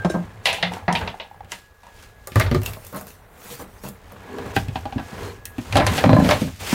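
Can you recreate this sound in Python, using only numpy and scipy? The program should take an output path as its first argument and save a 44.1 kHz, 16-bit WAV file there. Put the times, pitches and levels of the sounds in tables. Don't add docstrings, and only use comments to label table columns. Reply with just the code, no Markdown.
import sys
import numpy as np
from scipy import signal
from scipy.fft import rfft, irfft, next_fast_len
from scipy.io import wavfile
from scipy.ndimage import uniform_filter1d, map_coordinates

SR = 44100
rng = np.random.default_rng(int(sys.argv[2]) if len(sys.argv) > 2 else 0)


def int16_out(signal):
    q = np.round(np.clip(np.atleast_2d(signal).T, -1, 1) * 32767)
    wavfile.write(sys.argv[1], SR, q.astype(np.int16))


def invert_db(x):
    u = np.asarray(x, float) / 20
    return 10 ** u


N = 297319


def unit(x):
    return x / np.sqrt(np.mean(x ** 2) + 1e-20)


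def along(points, hz):
    f, v = np.transpose(points)
    return np.interp(np.log(hz + 1), np.log(f + 1), v)


def curves(rows):
    s, *cols = np.transpose(rows)
    return [np.interp(np.arange(N) / SR, s, c) for c in cols]


def wobble(rate_hz):
    knots = rng.standard_normal(int(N * rate_hz / SR) + 4)
    return map_coordinates(knots, [np.arange(N) * rate_hz / SR])


def filtered(x, response):
    n = x.shape[-1]
    m = next_fast_len(n + SR // 8)
    return irfft(rfft(x, m) * response(np.fft.rfftfreq(m, 1 / SR)), m)[..., :n]


def add(out, start_s, sound):
    spot = out[max(round(start_s * SR), 0):][:len(sound)]
    spot += sound[:len(spot)]


def strokes(rows):
    t = np.arange(N) / SR
    power = 0
    for peak_s, db, rise_s, fall_s in rows:
        drop = np.maximum((peak_s - t) / abs(rise_s), (t - peak_s) / abs(fall_s))
        power = power + invert_db(db - 20 * drop) ** 2
    return np.sqrt(power)


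def friction(spectrum, patchy_db, grain_db, rate_hz):
    noise = rng.standard_normal(N) * invert_db(grain_db * wobble(rate_hz))
    z = signal.stft(noise, nperseg=512)[2]
    field = uniform_filter1d(rng.standard_normal(z.shape), size=5, axis=0)
    field = uniform_filter1d(field, size=5, axis=1)
    x = signal.istft(z * invert_db(patchy_db * unit(field)), nperseg=512)[1][:N]
    return unit(filtered(x, lambda hz: invert_db(along(spectrum, hz))))


def resonances(body, scatter_db, plain):
    def response(f):
        total = plain
        for (centre, width, gain_db), shift_db in zip(body, scatter_db):
            mode = 1j * f * width / (centre * centre - f * f + 1j * f * width)
            total = total + invert_db(gain_db + shift_db) * mode
        return total
    return response


def drag(body, spectrum):
    slips = rng.standard_normal(N) * invert_db(1.5 * wobble(90))
    ring = resonances(body, np.zeros(len(body)), plain=0.64)
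    return unit(filtered(slips, lambda hz: ring(hz) ** 2 * invert_db(along(spectrum, hz))))


# freq_hz, rel_db_per_hz
AIR_SPECTRUM = [(15, -43.5), (25, 14), (82, 11.5), (344, -40.5), (451, -2), (1290, -8.5), (1700, -7),
                (1840, -9), (2160, -11.5), (2350, -39), (16000, -21)]
# time_s, level_db
WHINE_LEVEL = [(0.0, -55), (.4, -63.5), (2.25, -60), (2.3, -80), (4.05, -75.5), (4.2, -56.5), (5.56, -54.5),
               (5.62, -75), (6.74, -73)]


def floor():
    air_db, whine_hz = -53.5, 1672
    phase = 2 * np.pi * whine_hz * np.arange(N) / SR + np.cumsum(rng.normal(0, 0.0173, N))
    whine_gain = invert_db(curves(WHINE_LEVEL)[0] + 1.95 * wobble(8))
    whine = whine_gain * np.sqrt(2) * np.sin(phase)
    return whine + invert_db(air_db) * friction(AIR_SPECTRUM, patchy_db=3.04, grain_db=1.0, rate_hz=4.3)


# freq_hz, t60_s
CABIN_DECAY = [(100, 0.227), (1000, 0.1836), (5000, 0.113), (14000, 0.275)]


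def cabin(x):
    out, step = np.zeros(N), SR * 3 // 10
    for start in range(0, N, step):
        hz, t, z = signal.stft(rng.standard_normal(SR // 2), SR, nperseg=256)
        fade = invert_db(-60 * t / along(CABIN_DECAY, hz)[:, None])
        tail = signal.istft(z * fade, SR, nperseg=256)[1]
        answer = signal.fftconvolve(x[start:start + step], tail / np.linalg.norm(tail))
        add(out, start / SR + .003, answer)
    return out


# time_s, rumble_db, scrape_db
RUB_LEVELS = [(0.0, -38.5, -42), (0.5, -44, -48.5), (0.75, -42, -36), (0.88, -43.5, -50), (1.03, -31, -30),
              (1.24, -62.5, -57.5), (1.45, -47, -52.5), (1.8, -69, -62.5), (2.0, -57, -52.5),
              (2.33, -45, -56.5), (2.46, -27, -32), (2.53, -23, -41.5), (2.6, -29, -50), (2.7, -31.5, -39),
              (2.8, -48, -52.5), (3.3, -54, -52.5), (3.5, -56, -47), (4.0, -47, -52), (4.24, -51.5, -43.5),
              (4.47, -38, -37.5), (4.67, -29, -47), (5.1, -44, -43.5), (5.24, -30.5, -34.5),
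              (5.4, -47, -52.5), (5.63, -47.5, -47), (5.76, -22.5, -36), (5.97, -29.5, -25.5),
              (6.18, -38, -32), (6.3, -28.5, -25.5), (6.42, -34, -37.5), (6.49, -39, -69.5),
              (6.58, -43.5, -67), (6.61, -39, -37), (6.74, -47.5, -36)]
# peak_s, hiss_db, rise_s_per_20db, fall_s_per_20db (sign ignored)
HAND_SWEEPS = [(0.05, -55.5, 0.31, 0.94), (1.08, -52.5, 0.37, 0.31), (2.03, -50, 0.256, 0.14),
               (2.4, -45, 0.186, 0.19), (2.87, -47.5, 0.253, 0.2942), (3.45, -45, .12, 0.23),
               (3.525, -38.5, 0.125, 0.0968), (3.62, -42, 0.086, 0.038), (3.75, -59, 0.33, 0.43),
               (3.85, -43.5, 0.039, 0.1047), (3.89, -41, 0.091, -0.02), (4.13, -57, 0.19, 0.08),
               (4.52, -47, 0.566, -0.01), (4.77, -47.5, 0.105, 0.22), (5.26, -43, 0.53, 0.1573),
               (5.62, -46.5, 0.109, -1.7), (5.78, -29.5, 0.065, -0.0166), (5.98, -27.5, 0.162, 0.1139),
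               (6.15, -45, 0.54, -1.06), (6.31, -28, 0.154, 0.0932), (6.42, -36, 0.37, -0.18),
               (6.6, -37.5, 0.014, 5.63), (6.67, -31.5, 0.076, 7.16), (6.74, -27, 0.12, 0.48)]
# peak_s, hiss_db
CLOTH_JOLTS = [(0.11, -44), (0.47, -31.5), (0.54, -38), (0.669, -51.5), (0.73, -42), (0.955, -38.5),
               (1.522, -39), (2.369, -36), (2.4, -40), (2.548, -42), (2.66, -36), (2.97, -40), (3.08, -45),
               (4.56, -34)]
# from_s, to_s
STRAW_TIME = (2.6, 3.97)
# freq_hz, rel_db_per_hz
RUMBLE_SPECTRUM = [(18, -43), (30, -4), (102, 14), (132, -4.5), (170, -2.5), (220, -21.5), (370, -120)]
SCRAPE_SPECTRUM = [(88, -45.5), (150, 2.5), (352, -5.5), (395, -1), (468, 1), (563, -4), (771, -2.5),
                   (1250, -6.5), (1710, -8.5), (4500, -25), (5850, -73.5), (9900, -120)]
HISS_SPECTRUM = [(1500, -5), (2500, -0.5), (4000, -5), (7000, -7), (11000, -13), (14000, -13.5),
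                 (15700, -17), (16400, -45)]
STRAW_SPECTRUM = [(1500, -3), (3000, -5), (6000, -5), (10000, -5), (14000, -4.5), (15700, -5.5),
                  (16400, -27)]


def rubbing():
    still_db, jolt_rise_s, jolt_fall_s = -72.5, 0.0272, 0.116
    rumble_db, scrape_db = curves(RUB_LEVELS)
    jolts = [(s, db, jolt_rise_s, jolt_fall_s) for s, db in CLOTH_JOLTS]
    moves = strokes(HAND_SWEEPS + jolts)
    t = np.arange(N) / SR
    is_straw = (t > STRAW_TIME[0]) & (t < STRAW_TIME[1])
    straw = friction(STRAW_SPECTRUM, patchy_db=3.0, grain_db=1.0, rate_hz=730)
    cloth = friction(HISS_SPECTRUM, patchy_db=0.83, grain_db=1.5, rate_hz=240)
    hiss = np.where(is_straw, straw, cloth)
    rumble = friction(RUMBLE_SPECTRUM, patchy_db=2.0, grain_db=1.0, rate_hz=35)
    scrape = friction(SCRAPE_SPECTRUM, patchy_db=0.5, grain_db=2.0, rate_hz=180)
    return invert_db(rumble_db) * rumble + invert_db(scrape_db) * scrape + (invert_db(still_db) + moves) * hiss


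# start_s, length_s, pitch_hz, level_db
WOOD_SQUEAKS = [(5.234, 0.093, 4217, -50.5), (6.031, 0.225, 4078, -41)]


def squeaks():
    out = np.zeros(N)
    for start_s, length_s, pitch_hz, level_db in WOOD_SQUEAKS:
        t = np.arange(int(length_s * SR)) / SR
        drift = np.cumsum(rng.normal(0, .045, len(t)))
        gain = invert_db(level_db + 2.8 * wobble(58.7)[:len(t)])
        swell = np.sqrt(np.sin(np.pi * t / length_s))
        add(out, start_s, gain * swell * np.sin(2 * np.pi * pitch_hz * t + drift))
    return out


# peak_s, level_db, rise_s_per_20db, fall_s_per_20db
CLOTHES_PUSHES = [(4.39, -31, 0.156, 0.2078), (5.27, -31, 0.154, 0.1171)]
# centre_hz, width_hz, gain_db
CLOTHES_PANEL = [(282, 114, 1.45), (408.8, 45, 9.3), (464.6, 25.3, 7.5), (1003, 135, 3.4)]
# freq_hz, rel_db_per_hz
CLOTHES_SPECTRUM = [(100, -15), (250, 2.5), (500, -6), (1200, -6), (2500, -8.5), (6000, -59)]


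def clothes():
    return strokes(CLOTHES_PUSHES) * drag(CLOTHES_PANEL, CLOTHES_SPECTRUM)


# low_hz, high_hz, t60_factor, push_weight
BLOW_PARTS = [(383.3, 1371, 1.075, 15.07), (56, 296, 1.54, 21.64), (1625, 4576, 1.118, 11.86),
              (5330, 24800, 0.402, 5.1)]


def blows(events, body, loose, rise_s, top_hz, plain):
    start_s, knock_db, thud_db, clack_db, crisp_db, t60_s = np.transpose(events)
    t = np.arange(SR * 3 // 10) / SR
    scatter_db = 5.11 * rng.standard_normal((len(body), len(start_s), 1))
    ring = resonances(body, scatter_db, plain)
    rattle = loose * rng.standard_normal((len(start_s), len(t)))
    out = np.zeros(N)
    rel_dbs = [0 * knock_db, thud_db, clack_db, crisp_db]
    for (low_hz, high_hz, t60_factor, push), rel_db in zip(BLOW_PARTS, rel_dbs):
        fade = invert_db(-60 * t / (t60_factor * t60_s)[:, None]) + 1.66 * invert_db(-60 * t / 0.01096)
        band = signal.butter(3, [low_hz, min(high_hz, top_hz)], "bandpass", fs=SR, output="sos")
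        swell = 1 - np.exp(-(t + 1 / SR) / (rise_s * min(1, 500 / low_hz)))
        struck = filtered(rattle * fade + push * (t == 0), ring)
        part = swell * signal.sosfilt(band, struck)
        size = np.sqrt(2 * uniform_filter1d(part ** 2, size=200).max(1))
        for at_s, gain, row in zip(start_s, invert_db(knock_db + rel_db) / size, part):
            add(out, at_s, gain * row)
    return out


def like(events, **shared):
    own = iter(np.transpose(events))
    names = ("start_s", "knock_db", "thud_db", "clack_db", "crisp_db", "t60_s")
    return np.transpose([np.full(len(events), float(shared[name])) if name in shared else next(own)
                         for name in names])


# start_s, knock_db, clack_rel_db, crisp_rel_db
HAT_TICKS = [(2.633, -36.5, 3.5, 6.5), (2.661, -34.5, 13.5, 12.5), (2.734, -40, 6, 7.5),
             (2.77, -32, -24.5, -24.5), (2.849, -48.5, 3, 12.5), (2.867, -52, -1, 18),
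             (2.961, -39.5, -4, 8), (3.011, -36, -11, 3), (3.069, -39, -9, 3), (3.105, -46, 3.5, -2.5),
             (3.887, -34, -29.5, 1.5), (4.121, -38, -20, -4)]
# start_s, knock_db, thud_rel_db, clack_rel_db
STRAW_PATS = [(2.926, -32.5, 4, -16), (2.945, -29.5, -5.5, -14.5), (3.503, -37, -3, -2),
              (3.593, -33.5, -1.5, -12.5), (3.836, -32, 2, -12), (3.86, -41, 1, 0)]
# centre_hz, width_hz, gain_db
HAT_PANEL = [(133.9, 18.3, 2.6), (198.3, 18, 5.34), (491.5, 46, 4.9), (609.6, 53, 3.1), (2712, 153, 3.8),
             (13250, 4500, 5.4)]


def hats():
    ticks = like(HAT_TICKS, thud_db=-3, t60_s=0.095)
    pats = like(STRAW_PATS, crisp_db=-9.5, t60_s=0.154)
    return (blows(ticks, HAT_PANEL, loose=1.0, rise_s=0.0001, top_hz=15450, plain=0.875)
            + blows(pats, HAT_PANEL, loose=2.0, rise_s=0.0094, top_hz=16000, plain=1.0))


# pitch_hz, rel_db, t60_s
GLASS_MODES = [(1588, 0, .17), (2480, -22, .12), (3865, -12, .11), (5350, -15, .07), (5530, -19, .15),
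               (6330, -12, .09), (7250, -17, .14), (7900, -22, .08), (8800, -18, .1), (9400, -21, .1)]
# start_s, level_db, upper_rel_db
GLASS_CLINKS = [(0.0, -29.5, -30.5), (.048, -40, 9), (0.098, -32, 7.5), (0.141, -31, -12)]


def glass():
    out, t = np.zeros(N), np.arange(SR // 2) / SR
    for start_s, level_db, upper_rel_db in GLASS_CLINKS:
        for pitch_hz, rel_db, t60_s in GLASS_MODES:
            mode_db = level_db + rel_db + upper_rel_db * (pitch_hz > 2000) + rng.normal(0, 1.25)
            add(out, start_s, invert_db(mode_db - 60 * t / t60_s) * np.sin(2 * np.pi * pitch_hz * t))
    return out


# start_s, knock_db, thud_rel_db, clack_rel_db, t60_s
BOTTLE_KNOCKS = [(0.047, -13, 0.5, -15, 0.0645), (0.1, -16.5, -21, -17, 0.0207),
                 (0.142, -19.5, 4, -27.5, 0.146)]
# centre_hz, width_hz, gain_db
BOTTLE_PANEL = [(183.3, 33.3, 38), (321.6, 85, 21), (512.5, 173, 18.5), (611.2, 25.2, 24), (890, 72, 8.5)]


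def bottle():
    events = like(BOTTLE_KNOCKS, crisp_db=-34)
    return glass() + blows(events, BOTTLE_PANEL, loose=0.59, rise_s=0.006, top_hz=10500, plain=0.61)


# start_s, knock_db, clack_rel_db, crisp_rel_db, t60_s
POUCH_KNOCKS = [(0.456, -19, 9.5, -2.5, 0.31), (0.529, -23, -4, -2, 0.168), (0.627, -16, 3.5, -17, 0.1706),
                (0.736, -33.5, 4, -2, 0.082), (0.88, -12, -12, -38.5, 0.217), (0.926, -26.5, 2, 1.5, 0.1),
                (0.952, -21, 6.5, -28, 0.121), (1.014, -25.5, -4, -27, 0.054),
                (1.076, -23.5, 1, -23, 0.118), (1.199, -30.5, 5, -36, 0.173), (1.519, -29, 5.5, 4, 0.111),
                (1.833, -41.5, -8, -14.5, 0.313), (1.867, -38.5, -13, -12.5, 0.255)]
# start_s, knock_db
POUCH_BUMPS = [(0.629, -39.5), (0.881, -33), (0.926, -40.5), (1.014, -47)]
# start_s, knock_db
RING_TICKS = [(0.584, -27), (0.719, -24.5), (0.768, -26), (0.825, -36), (1.142, -28.5), (1.247, -40),
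              (1.312, -34), (1.344, -39), (1.406, -28.5)]
# centre_hz, width_hz, gain_db
HOOK_PANEL = [(181, 18.1, 23.2), (651.5, 205, 4.4), (799.6, 108, 1.5), (930, 57, 9.06), (2095, 264, 12),
              (2416, 150, 5.9), (2747, 430, 16), (3410, 426, 6.5)]
RING_MODES = [(824, 120, 29.5), (1980, 310, 3)]


def pouch():
    hook = like(POUCH_KNOCKS, thud_db=-20.5)
    bumps = like(POUCH_BUMPS, thud_db=15.5, clack_db=-17, crisp_db=-30, t60_s=0.176)
    ticks = like(RING_TICKS, thud_db=-40.5, clack_db=-18.5, crisp_db=-37.5, t60_s=0.069)
    return (blows(hook, HOOK_PANEL, loose=1.13, rise_s=0.00126, top_hz=10860, plain=0.564)
            + blows(bumps, HOOK_PANEL, loose=0.956, rise_s=0.0045, top_hz=9000, plain=0.54)
            + blows(ticks, RING_MODES, loose=0.35, rise_s=0.0013, top_hz=9000, plain=0.305))


# start_s, knock_db, thud_rel_db, clack_rel_db, crisp_rel_db
WARDROBE_KNOCKS = [(1.446, -53, 12, 4, -1), (2.272, -32, -29.5, -6, 5), (2.319, -48.5, 16.5, 13.5, 4),
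                   (2.357, -14.5, 8, -8, -10.5), (2.398, -16, -14, -3, -3), (2.409, -19, -2, 0, -18.5),
                   (2.463, -33, 8, 5, -26), (2.513, -20.5, 11, -4, -15.5), (2.546, -19, 7.5, -6, -15),
                   (2.617, -41, 15, 3, 3.5)]
# centre_hz, width_hz, gain_db
WARDROBE_PANEL = [(102.6, 28.6, 24.54), (234, 13.5, 6.3), (367.9, 33, 5.5), (555.7, 143, 9.4),
                  (1195, 67, 3.3), (1880, 490, 2.3)]


def wardrobe():
    events = like(WARDROBE_KNOCKS, t60_s=0.1026)
    return blows(events, WARDROBE_PANEL, loose=0.924, rise_s=0.00258, top_hz=14770, plain=1.0)


# start_s, knock_db, thud_rel_db, clack_rel_db, crisp_rel_db
STOWING_BUMPS = [(4.384, -29, -8.5, -6.5, -16), (4.462, -33.5, 4.5, -29, -11.5), (4.563, -12, -1, -4, -17),
                 (4.683, -39.5, 20, 3.5, -4.5), (4.756, -18, -6.5, -8.5, -37.5),
                 (4.854, -21.5, -8, -14, -28.5), (4.924, -25, -9.5, -9, -32),
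                 (4.959, -38, 24.5, -25.5, -26), (4.981, -28.5, -1, -4.5, -30.5),
                 (4.996, -28.5, 2, -9, -29), (5.128, -40, 14, -4.5, -11.5), (5.454, -52.5, 3, 18, 28),
                 (5.582, -31.5, 13, -3, -11.5)]
# centre_hz, width_hz, gain_db
CUPBOARD_PANEL = [(121.8, 21.8, 5.7), (254.3, 60, 5.98), (651.5, 79.6, 7.63), (785.2, 62.5, 11.3),
                  (1584, 175, 0.97), (1865, 104, 2.3), (2574, 377, 9.7)]


def stowing():
    events = like(STOWING_BUMPS, t60_s=0.0697)
    return blows(events, CUPBOARD_PANEL, loose=1.0, rise_s=0.00454, top_hz=15800, plain=0.79)


# centre_hz, width_hz, gain_db
SLIDING_PANEL = [(113.3, 11.6, 8.35), (169.8, 38.3, 6.8), (232.3, 98.6, 6.94), (612.3, 134, 10.3),
                 (765.3, 91, 3.5), (1021, 17.8, 3.3), (1654, 156, 0.39), (2232, 830, 1.03)]
# time_s, level_db
SLIDE_LEVEL = [(5.74, -37), (5.772, -29), (5.886, -39.5), (5.908, -23), (6.026, -47.5), (6.046, -18.5),
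               (6.156, -11.5), (6.294, -27), (6.324, -23), (6.399, -54.5), (6.421, -18), (6.46, -40.5)]
# freq_hz, rel_db_per_hz
DOOR_SPECTRUM = [(40, -40), (100, -1), (200, 1), (300, 3), (600, -14.5), (1000, -56), (2000, -38),
                 (5000, -60)]


def slide():
    s, db = np.transpose(SLIDE_LEVEL)
    gain = invert_db(np.interp(np.arange(N) / SR, s, db, -120, -120))
    return gain * drag(SLIDING_PANEL, DOOR_SPECTRUM)


# start_s, knock_db, thud_rel_db, clack_rel_db, crisp_rel_db
DOOR_KNOCKS = [(5.725, -26, -5, 5.5, -4), (5.755, -9.5, -5.5, -8, -17.5), (5.769, -9.5, -4, -3, -12),
               (5.799, -13, -2.5, -6, -30.5), (5.819, -20, -8, -31.5, -34), (5.866, -15.5, -12, 1, -2.5),
               (5.979, -19, -9, 1.5, -27), (6.245, -19, 6, -4.5, -19.5), (6.289, -12, -9.5, -6.5, -17.5),
               (6.31, -10.5, -2, -1.5, -15), (6.416, -31, 15.5, -3, -7.5), (6.475, -34.5, 4.5, -16.5, -26),
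               (6.727, -20.5, 12, -9, -25.5)]
# start_s, knock_db, thud_rel_db, clack_rel_db
DOOR_JUDDER = [(6.04, -4.5, -16.5, -11), (6.06, -15, 5.5, -6.5), (6.093, -6.5, -0.5, -14.5),
               (6.112, -16.5, 2, -25), (6.131, -4, -0.5, -14.5), (6.166, -9, -13, -27.5),
               (6.186, -12, 5, -37), (6.201, -12.5, 5, -36), (6.223, -21.5, 14, -28.5)]


def cupboard_door():
    events = like(DOOR_KNOCKS, t60_s=.135)
    judder = like(DOOR_JUDDER, crisp_db=-37.5, t60_s=0.0556)
    return (blows(events, SLIDING_PANEL, loose=1.0, rise_s=0.00234, top_hz=11130, plain=0.866)
            + blows(judder, SLIDING_PANEL, loose=0.279, rise_s=0.0032, top_hz=11000, plain=0.76))


def scene():
    hits = hats() + bottle() + pouch() + wardrobe() + stowing() + cupboard_door()
    steady = floor() + rubbing() + squeaks() + clothes() + slide()
    return (hits + invert_db(-7.5) * cabin(hits) + steady)[None]


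def top_cut(x):
    return signal.sosfilt(signal.butter(12, 16510, fs=SR, output="sos"), x)


def record(dry):
    top_hz, ceiling = 16400, 0.8
    x = filtered(dry, lambda hz: hz < top_hz)
    mix = x / (1 + np.abs(x / ceiling) ** 5) ** (1 / 5)
    return top_cut(mix)


dry = scene()
out = record(dry)
int16_out(out)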